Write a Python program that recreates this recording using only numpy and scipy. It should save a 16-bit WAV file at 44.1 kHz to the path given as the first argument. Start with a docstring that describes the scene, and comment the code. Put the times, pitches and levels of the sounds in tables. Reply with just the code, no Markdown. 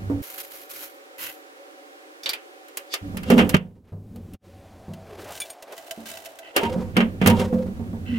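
"""Under a steel kitchen sink, a garbage disposal is twisted off its mounting ring and a new one is pushed up.
Steel knocks, grinds and squeals on the ring, each knock sets the basin booming, and a pipe clamp snaps.
Rubber and skin groan as they stick and slip, hands tap and rub the housing, and sleeves rustle.
The wooden cabinet rumbles around a close microphone, over a soft hum and hiss.
The bass cuts out early on; midway the level dips twice and the image closes to mono for a while."""
import sys
import numpy as np
from scipy import signal
from scipy.fft import rfft, irfft
from scipy.io import wavfile
from scipy.ndimage import uniform_filter1d

SR = 44100
rng = np.random.default_rng(int(sys.argv[2]) if len(sys.argv) > 2 else 0)


def inscribe(sig):
    """Save sig as 16-bit PCM at rate SR to the path in sys.argv[1].

    A 1-D sig is mono; a 2-D sig holds one channel per row.
    Samples are clipped to [-1, 1] before scaling.
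    """
    pcm = np.round(np.clip(np.atleast_2d(sig).T, -1, 1) * 32767)
    wavfile.write(sys.argv[1], SR, pcm.astype(np.int16))


N = 360865
TIME = np.arange(N) / SR
AGE = np.arange(2 ** 15) / SR   # time since a blow [s]

# the flange knocks on the ring and shakes the basin:
# (time [s], clank [dB], tick [dB], boom [dB], favoured pitch [Hz], clang [dB], rebound delay [s])
KNOCKS = [(3.3011, -15, -24, -8, 203, -11.5, 0.016), (3.3898, -9.5, -35, -12, 188, -16, .012),
          (3.542, -8, -30, -2.5, 151.5, -14, 0.0036), (6.5628, -11.5, -17.5, -29, 299, -16.5, 0.013),
          (6.632, -22, -38, -21.5, 222, -24.5, 0.018), (6.9666, -10, -30.5, -11.5, 185, -16.5, 0.037),
          (7.214, -19.5, -44, -10.5, 191, -22.5, .01), (7.26, -10.5, -22.5, -6.5, 168, -17.5, 0.01),
          (7.2719, -13, -12.5, -12, 201, -16, .027), (7.3957, -27, -35, -16, 186, -44, .02)]
# modes of the mounting ring, the sink's steel sheet and the unit's shell: (frequency [Hz], level [dB])
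RING_MODES = [(1215, 0.5), (2100, -1.5), (2757, 1), (3150, -2)]
SHEET_MODES = [(400, 2), (503, 8.5), (740, -6), (922, -7)]
SHELL_MODES = [(1580, -1), (2000, -2.5), (2680, 0), (3000, -0.5), (3900, -8.5), (7250, -8)]
# noise colours of a steel clank, a bright tick, cloth and a dry crackle: (frequency [Hz], level [dB])
CLANK_COLOUR = [(200, -21.5), (400, 3.5), (1000, -0.5), (3100, 2), (4000, -17), (9000, -51.5)]
TICK_COLOUR = [(4000, -31), (6500, -3.5), (12500, 2), (16000, -6)]
CLOTH_COLOUR = [(150, -10), (350, 1.5), (2500, 6), (8500, 1.5), (13000, 11), (16000, -2)]
CRACKLE_COLOUR = [(1000, -8), (3200, -0.5), (16000, -6)]


def mounting_ring():
    """Steel on steel: a brief slide, a bright tick, a hard edge and a clank in which the ring sings."""
    # light metal touches: (time [s], clank [dB], tick [dB])
    clicks = [(2.6824, -45, -46), (2.7709, -27.5, -22), (2.9384, -20, -23), (3.1698, -28.5, -32.5),
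              (3.2316, -32, -40), (3.379, -15.5, -29), (3.4918, -24, -21), (3.565, -8, -29.5),
              (4.1583, -50, -47), (4.3345, -46, -46)]
    slide_s, slide_db = 0.0063, -24.5   # the flange scrapes around each knock
    knocks = [(s, clank, tick) for s, clank, tick, *_ in KNOCKS]
    # the second touch is weaker and duller
    rebounds = [(s + delay, clank - 3.5, tick - 13.5) for s, clank, tick, *_, delay in KNOCKS]
    out = np.zeros((2, N))
    for s, clank_db, tick_db in knocks + rebounds + clicks:
        ring = strike(RING_MODES, t60=0.12, spread_db=2, phase_spread=0.53) * attack(0.00063)
        scatter = reflections(CLANK_COLOUR, rise_s=0.00033, t60=0.12, tail_db=-20, tail_t60=0.29)
        clank = from_db(-12.5) * ring + from_db(-9.5) * scatter
        edge = rms_one(resonate(noise(CRACKLE_COLOUR), 4400, 3000)) * fade(0.0018, 0.065)
        edge_db = (clank_db + tick_db) / 2 - 4.5   # the harder the contact, the more edge
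        tick = reflections(TICK_COLOUR, rise_s=0.0013, t60=0.032, tail_db=-23, tail_t60=0.17)
        add(out, s, from_db(clank_db) * clank + from_db(edge_db) * edge + from_db(tick_db) * tick)
    slides = sum(from_db(db + slide_db) * cusp(s, slide_s) for s, db, *_ in KNOCKS)
    return out + slides * noise(CLANK_COLOUR, N)


def blows():
    """Every blow to the basin as (time [s], boom [dB], favoured pitch [Hz], clang [dB])."""
    # padded thumps with no clank: (time [s], boom [dB], favoured pitch [Hz])
    thumps = [(0.0985, -16, 293), (3.145, -25.5, 187), (3.367, -8, 247), (3.42, -17.5, 330),
              (3.921, -21.5, 141.7), (4.159, -32.5, 198), (4.882, -27.5, 148), (5.975, -33, 289),
              (6.76, -17, 196), (7.312, -11.5, 197), (7.527, -12.5, 197)]
    tugs = [(7.66 + k * 0.135, -23.5, 200) for k in range(3)]   # even tugs tighten the ring
    hard = [(s, boom, hz, clang) for s, _, _, boom, hz, clang, _ in KNOCKS]
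    soft = [(s, boom, hz, boom - 13) for s, boom, hz in thumps + tugs]
    return hard + soft


def basin():
    """Where and how softly the sink is hit decides which low modes boom and how much the sheet clangs."""
    # low modes of the basin with the unit hanging on it: (frequency [Hz], level [dB])
    basin_modes = [(98, 5.5), (157, -7.5), (189, 2.5), (227, 6), (283, -3), (322, -7)]
    # noise colour of the clang: (frequency [Hz], level [dB])
    clang_colour = [(150, -40.5), (400, -2), (950, -19.5), (3000, -50)]
    out = np.zeros((2, N))
    for s, boom_db, pitch_hz, clang_db in blows():
        modes = favour(basin_modes, pitch_hz, db_per_octave=38.5)
        boom = strike(modes, t60=0.37, spread_db=4.5, phase_spread=0.17) * attack(0.0026)
        sheet = strike(SHEET_MODES, t60=0.37, spread_db=4.5, phase_spread=0.32) * attack(0.0052)
        scatter = reflections(clang_colour, rise_s=0.002, t60=0.29, tail_db=-9.5, tail_t60=0.37)
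        thud = from_db(7) * noise(clang_colour) * fade(0.00043, 0.03)
        add(out, s, from_db(boom_db) * boom + from_db(clang_db - 6) * (sheet + scatter + thud))
    return out


def grinding():
    """The turning flange slips unevenly on the ring; the steel sheet rings on a little after."""
    # twists of the flange: (start [s], end [s], level [dB])
    twists = [(3.256, 3.4, -25.5), (6.537, 6.74, -32), (7.222, 7.43, -29)]
    slips = rng.standard_normal((2, N)) * from_db(9.3 * np.tanh(drift(70)))
    sheet = resonate_modes(slips.sum(axis=0), SHEET_MODES, width_hz=22)
    ring = from_db(-9) * resonate_modes(slips, RING_MODES, width_hz=63)
    return sum(from_db(db) * (hold(a, b, attack_s=0.032, release_s=0.12) * sheet + stroke(a, b) * ring)
               for a, b, db in twists)


def squeals():
    """The slipping flange feeds one mode of the sheet in fits; it wavers and rings on after the push."""
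    # singing slips: (start [s], end [s], level [dB], pitch [Hz])
    fits = [(6.615, 6.67, -26.5, 929), (6.696, 6.757, -26.5, 505.7), (7.286, 7.34, -24.5, 950),
            (7.493, 7.626, -26.5, 507.3)]
    clock = waver(depth=0.0302, rate_hz=140)
    tones = sum(from_db(db) * hold(a, b, attack_s=0.014, release_s=0.024) * np.sin(2 * np.pi * hz * clock)
                for a, b, db, hz in fits)
    return tones * from_db(3.7 * np.tanh(drift(65)))


def groans():
    """Stick and slip lock on to one low resonance and waver around it; a hard drag adds the octave."""
    # rubber and skin dragging: (start [s], end [s], level [dB], pitch [Hz])
    drags = [(3.023, 3.123, -33, 280), (3.284, 3.424, -15, 242), (6.958, 7.085, -16.5, 229),
             (8.087, 8.193, -21, 235)]
    clock = waver(depth=0.022, rate_hz=60)
    out = 0
    for start, end, db, hz in drags:
        swell = from_db(db) * stroke(start, end)
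        phase = 2 * np.pi * hz * clock
        out += swell * (np.sin(phase) + 0.61 * swell * np.sin(2 * phase))
    return from_db(5.1 * drift(76)) * out


def pipe_clamp():
    """A thin steel band snaps and rings, each click around its own pitch; then the pipe scrapes off."""
    # clicks of the drain clamp: (time [s], level [dB], tick [dB], favoured pitch [Hz])
    clicks = [(2.2335, -36.5, -44, 5100), (2.2591, -22.5, -42, 3460), (2.2913, -23.5, -27.5, 4270),
              (2.333, -27.5, -35, 2400)]
    # modes of the band: (frequency [Hz], level [dB])
    band_modes = [(2360, -1), (3575, 2), (4616, 4), (5150, -8.5)]
    out = np.zeros((2, N))
    for s, db, tick_db, pitch_hz in clicks:
        crackle = resonate(noise(CRACKLE_COLOUR), pitch_hz, 2200)
        snap = rms_one(resonate(crackle, pitch_hz, 2200)) * fade(0.00039, 0.098)
        rasp = from_db(-11.5) * noise(CLANK_COLOUR) * fade(0.0011, 0.23)
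        modes = favour(band_modes, pitch_hz, db_per_octave=7)
        ring = from_db(0.5) * strike(modes, t60=0.076, spread_db=4, phase_spread=0.77)
        tick = noise(TICK_COLOUR) * fade(0.00026, 0.07)
        add(out, s, from_db(db) * (snap + rasp + ring) + from_db(tick_db) * tick)
    scrape_modes = favour(band_modes, 4150, db_per_octave=7.5)
    scrape = resonate_modes(noise(CRACKLE_COLOUR, N), scrape_modes, width_hz=520)
    return out + from_db(-24) * cusp(2.942, width_s=0.011) * scrape


def tinkle():
    """A small loose steel part on the new unit rings high and short, its tone shifting with each touch."""
    # touches: (time [s], level [dB], favoured pitch [Hz])
    touches = [(5.401, -22, 9000), (5.4165, -24.5, 4300), (5.501, -30, 9000)]
    # modes of the part: (frequency [Hz], level [dB])
    part_modes = [(2342, 7), (3480, -2.5), (6700, 2.5), (9055, 7), (12420, -1)]
    out = np.zeros((2, N))
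    for s, db, pitch_hz in touches:
        modes = favour(part_modes, pitch_hz, db_per_octave=7)
        add(out, s, from_db(db) * rap(modes, t60=0.082, crack_db=-6.5))
    return out


def housing():
    """The new unit is handled: its shell crackles and its hollow grinding chamber rings."""
    # the unit drags as it is turned and lifted: (start [s], end [s], level [dB])
    drags = [(5.166, 5.57, -43), (5.288, 5.342, -46.5), (5.703, 5.918, -48), (5.89, 6.426, -47.5),
             (6.055, 6.123, -39.5)]
    # dry taps of fingers and cord: (time [s], level [dB])
    taps = [(4.9348, -43), (5.6236, -38), (5.7227, -40), (5.7776, -36.5), (5.909, -28), (6.1143, -37),
            (6.1372, -38), (6.171, -35.5), (6.2568, -34.5), (6.3872, -38)]
    chamber_hz = 660.6
    rattle = friction(lambda: rap(SHELL_MODES, t60=0.056, crack_db=3.5), per_s=290, spread_db=4.5)
    out = rattle * sum(from_db(db) * stroke(a, b) ** 2 for a, b, db in drags)
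    chamber_ring = np.sin(2 * np.pi * chamber_hz * AGE) * fade(0.0064, 0.15)
    for s, db in taps:
        add(out, s, from_db(db) * (rap(SHELL_MODES, t60=0.053, crack_db=0) + chamber_ring))
    chamber_hum = rms_one(resonate(rng.standard_normal(N), chamber_hz, 110))
    return out + from_db(-49.5) * stroke(4.54, 6.87) * chamber_hum


def scuffs():
    """Dense slips under each stroke make the middle modes of the shell sing hollowly."""
    # hard surfaces scuffing: (start [s], end [s], level [dB])
    strokes = [(1.18, 1.321, -39), (6.42, 6.52, -46.5), (8.054, 8.28, -40)]
    modes = favour(SHELL_MODES, 2320, db_per_octave=21)
    shell = lambda: strike(modes, t60=0.025, spread_db=3.5, phase_spread=1)
    pressure = sum(from_db(db) * stroke(a, b) for a, b, db in strokes)
    return pressure * friction(shell, per_s=3000, spread_db=4.5)


def palm_rubs():
    """A palm drags unevenly over a hollow housing, each grip with its own broad resonance."""
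    # rubs: (start [s], end [s], level [dB], resonance [Hz])
    rubs = [(3.841, 3.942, -46.5, 394), (5.06, 5.315, -42, 396), (5.247, 5.347, -37.5, 630),
            (5.67, 5.754, -39.5, 456)]
    slips = noise(CLOTH_COLOUR, N) * from_db(4.2 * drift(90))
    return sum(from_db(db) * stroke(a, b) * rms_one(resonate(slips, hz, 113)) for a, b, db, hz in rubs)


def sleeves():
    """Cloth crinkles in uneven grains, each coloured by the cabinet walls close by."""
    # sleeve movements: (start [s], end [s], level [dB])
    swishes = [(0.219, 0.35, -41), (0.378, 0.413, -38), (0.5, 0.634, -47), (0.693, 0.845, -40),
               (1.179, 1.259, -35)]
    motion = sum(from_db(db) * hold(a, b, attack_s=0.0056, release_s=0.045) for a, b, db in swishes)
    grain = lambda: noise(CLOTH_COLOUR) * np.exp(-AGE / 0.007)
    crinkle = friction(grain, per_s=1100, spread_db=4)
    return motion * crinkle * from_db(2.8 * np.tanh(drift(30.04)))


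def cabinet():
    """The wooden cabinet rumbles under weight and shudders after each blow to the basin."""
    # weight on the cabinet: (start [s], end [s], level [dB])
    leans = [(-.02, .22, -35), (3.011, 3.6, -35.5), (3.914, 4.364, -40), (4.462, 5.31, -50.5),
             (6.63, 8.182, -35)]
    # noise colour of the rumble: (frequency [Hz], level [dB])
    rumble_colour = [(35, -13), (75, -6.5), (98, 4.5), (122, -13.5), (200, -5.5), (2000, -54)]
    leaning = sum(from_db(db) * hold(a, b, attack_s=0.018, release_s=0.052) for a, b, db in leans)
    shudder_power = sum((from_db(boom_db - 19.5) * hold(s, s, attack_s=0.018, release_s=0.12)) ** 2
                        for s, boom_db, *_ in blows())
    return np.sqrt(leaning ** 2 + shudder_power) * noise(rumble_colour, N)


def room_air():
    """Soft hiss with two humming bands, as of a far fan, more diffuse than the close sounds."""
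    # noise colour of the room tone: (frequency [Hz], level [dB])
    air_colour = [(130, -72.5), (290, 4), (520, 1.5), (562, 12), (610, -6), (720, -5.5), (757, 8.5),
                  (820, -8), (2500, -14), (16000, -28)]
    # the room tone sinks midway and returns: (time [s], level [dB])
    air_level = [(3.29, -50), (3.61, -75.5), (4.34, -56.5), (4.51, -54)]
    gain = from_db(np.interp(TIME, *np.transpose(air_level)))
    return gain * widen(noise(air_colour, N), from_db(5))


def strike(modes, t60, spread_db, phase_spread):
    """Struck modes ring with fresh strengths and a different phase [rad] in each ear."""
    hz, db = np.transpose(modes)
    hz = hz * (1 + 0.0098 * rng.standard_normal(len(hz)))   # grip and load retune each blow
    gain = from_db(db + spread_db * rng.standard_normal(len(hz)))
    ears = gain * np.exp(1j * phase_spread * rng.standard_normal((2, len(hz)))) / np.linalg.norm(gain)
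    ringing = np.exp(np.outer(2j * np.pi * hz - np.log(1000) / t60, AGE))
    return np.imag(ears @ ringing)


def favour(modes, pitch_hz, db_per_octave):
    """The place of a blow favours the modes near one pitch."""
    return [(hz, db - db_per_octave * abs(np.log2(hz / pitch_hz))) for hz, db in modes]


def rap(modes, t60, crack_db):
    """A light hard touch: a dry crack and the short ring of a part."""
    ring = strike(modes, t60, spread_db=4, phase_spread=0.79) * attack(0.0015)
    return ring + from_db(crack_db) * noise(CRACKLE_COLOUR) * fade(0.0011, 0.051)


def friction(respond, per_s, spread_db):
    """Tiny uneven slips come at random, at five spots that each respond a little differently; rms 1."""
    sizes = from_db(spread_db * np.minimum(rng.exponential(1, N), np.pi)) * rng.choice([-1, 1], N)
    slips = sizes * (rng.random(N) < per_s / SR)
    spot = rng.integers(0, 5, (1, N))
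    return rms_one(sum(signal.fftconvolve(slips * (spot == k), respond(), axes=-1)[:, :N]
                       for k in range(5)))


def reflections(colour, rise_s, t60, tail_db, tail_t60):
    """A blow scattered by the cabinet walls, with a fainter tail from the kitchen."""
    return noise(colour) * (fade(rise_s, t60) + from_db(tail_db) * fade(0.0014, tail_t60))


def noise(colour, size=len(AGE)):
    """Coloured stereo noise, narrow in the bass and wide above; its mid has rms 1."""
    # stereo spread: (frequency [Hz], side minus mid [dB])
    spread = [(200, -10.5), (650, -9), (1400, 5), (5000, -3.5)]
    log_hz = np.log(np.fft.rfftfreq(size, 1 / SR) + 1)
    gain, width = [from_db(np.interp(log_hz, np.log(hz), db))
                   for hz, db in (np.transpose(colour), np.transpose(spread))]
    white = rfft(rng.standard_normal((2, size)))
    mid, side = irfft(white * gain * [np.ones_like(width), width], size)
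    return (mid + side * [[1], [-1]]) / np.std(mid)


def resonate(x, hz, width_hz):
    """One resonance with unit gain at its peak."""
    r = np.exp(-np.pi * width_hz / SR)
    feedback = [1, -2 * r * np.cos(2 * np.pi * hz / SR), r * r]
    return signal.lfilter(np.array([1, 0, -1]) * (1 - r * r) / 2, feedback, x)


def resonate_modes(x, modes, width_hz):
    """Drive all the modes of a part at once; rms 1."""
    return rms_one(sum(from_db(db) * resonate(x, hz, width_hz) for hz, db in modes))


def attack(rise_s):
    """Build-up after a blow."""
    return 1 - np.exp(-AGE / rise_s)


def fade(rise_s, t60):
    """Quick build-up, then a decay of 60 dB in t60 seconds."""
    return attack(rise_s) * np.exp(-np.log(1000) * AGE / t60)


def stroke(start, end):
    """Pressure swells and falls over one movement."""
    return np.sin(np.pi * np.clip((TIME - start) / (end - start), 0, 1)).clip(0) ** .5


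def hold(start, end, attack_s, release_s):
    """Builds up from the start, holds, and dies away after the end."""
    rise = 1 - np.exp(-np.maximum(TIME - start, 0) / attack_s)
    return rise * np.exp(-np.clip((TIME - end) / release_s, 0, 20))


def cusp(s, width_s):
    """Swells to a sharp peak at time s and falls away."""
    return np.exp(-np.minimum(abs(TIME - s) / width_s, 20))


def drift(rate_hz):
    """Glides between random values of spread 1."""
    knots = rng.standard_normal(4096)
    return np.interp(TIME * rate_hz, np.arange(len(knots)), knots)


def waver(depth, rate_hz):
    """An unevenly running clock [s] that makes a tone's pitch wobble."""
    return TIME + np.cumsum(depth * drift(rate_hz)) / SR


def widen(x, width):
    """Scale the difference between the ears: 0 is mono, 1 leaves it alone."""
    mid = x.mean(axis=0)
    return mid + width * (x - mid)


def from_db(db):
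    """Decibels to gain."""
    return 10 ** (np.asarray(db) / 20)


def rms_one(x):
    """Scale to unit rms."""
    return x / np.sqrt(np.mean(x ** 2) + 1e-20)


def add(out, s, sound):
    """Mix a sound in from time s on."""
    start = int(s * SR)
    out[:, start:start + sound.shape[-1]] += sound[..., :N - start]


def scene():
    """All sources together, a little stronger on the right, the bass most of all."""
    gap_start_s, gap_end_s = 0.219, 2.95   # the bass cuts out
    bass_on = 1 - uniform_filter1d(1. * ((TIME > gap_start_s) & (TIME < gap_end_s)), size=200)
    low = bass_on * (basin() + cabinet() + groans())
    metal = mounting_ring() + pipe_clamp() + grinding() + squeals() + tinkle()
    handling = scuffs() + sleeves() + palm_rubs() + housing()
    return low * from_db([[-1.7], [1.2]]) + (metal + handling + room_air()) * from_db([[-1.0], [.7]])


def record(dry):
    """The image closes for a while, the level dips twice, peaks are rounded and the top is cut."""
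    # stereo width, 0 being mono: (time [s], width [0-1])
    image = [(3.62, 1), (3.95, 0), (5.56, 0), (5.85, 1)]
    # brief dips in level: (time [s], depth [dB], recovery [s])
    dips = [(3.547, -18, 0.57), (4.351, -44, 0.064)]
    fall_s, cutoff_hz = 0.032, 16000
    narrowed = widen(dry, np.interp(TIME, *np.transpose(image)))
    dip_db = sum(np.interp(TIME, [s, s + fall_s, s + fall_s + recovery_s], [0, db, 0])
                 for s, db, recovery_s in dips)
    rounded = 1.097 * np.tanh(narrowed * from_db(dip_db))
    return signal.sosfiltfilt(signal.ellip(10, .1, 60, cutoff_hz, fs=SR, output="sos"), rounded)


dry = scene()
out = record(dry)
inscribe(out)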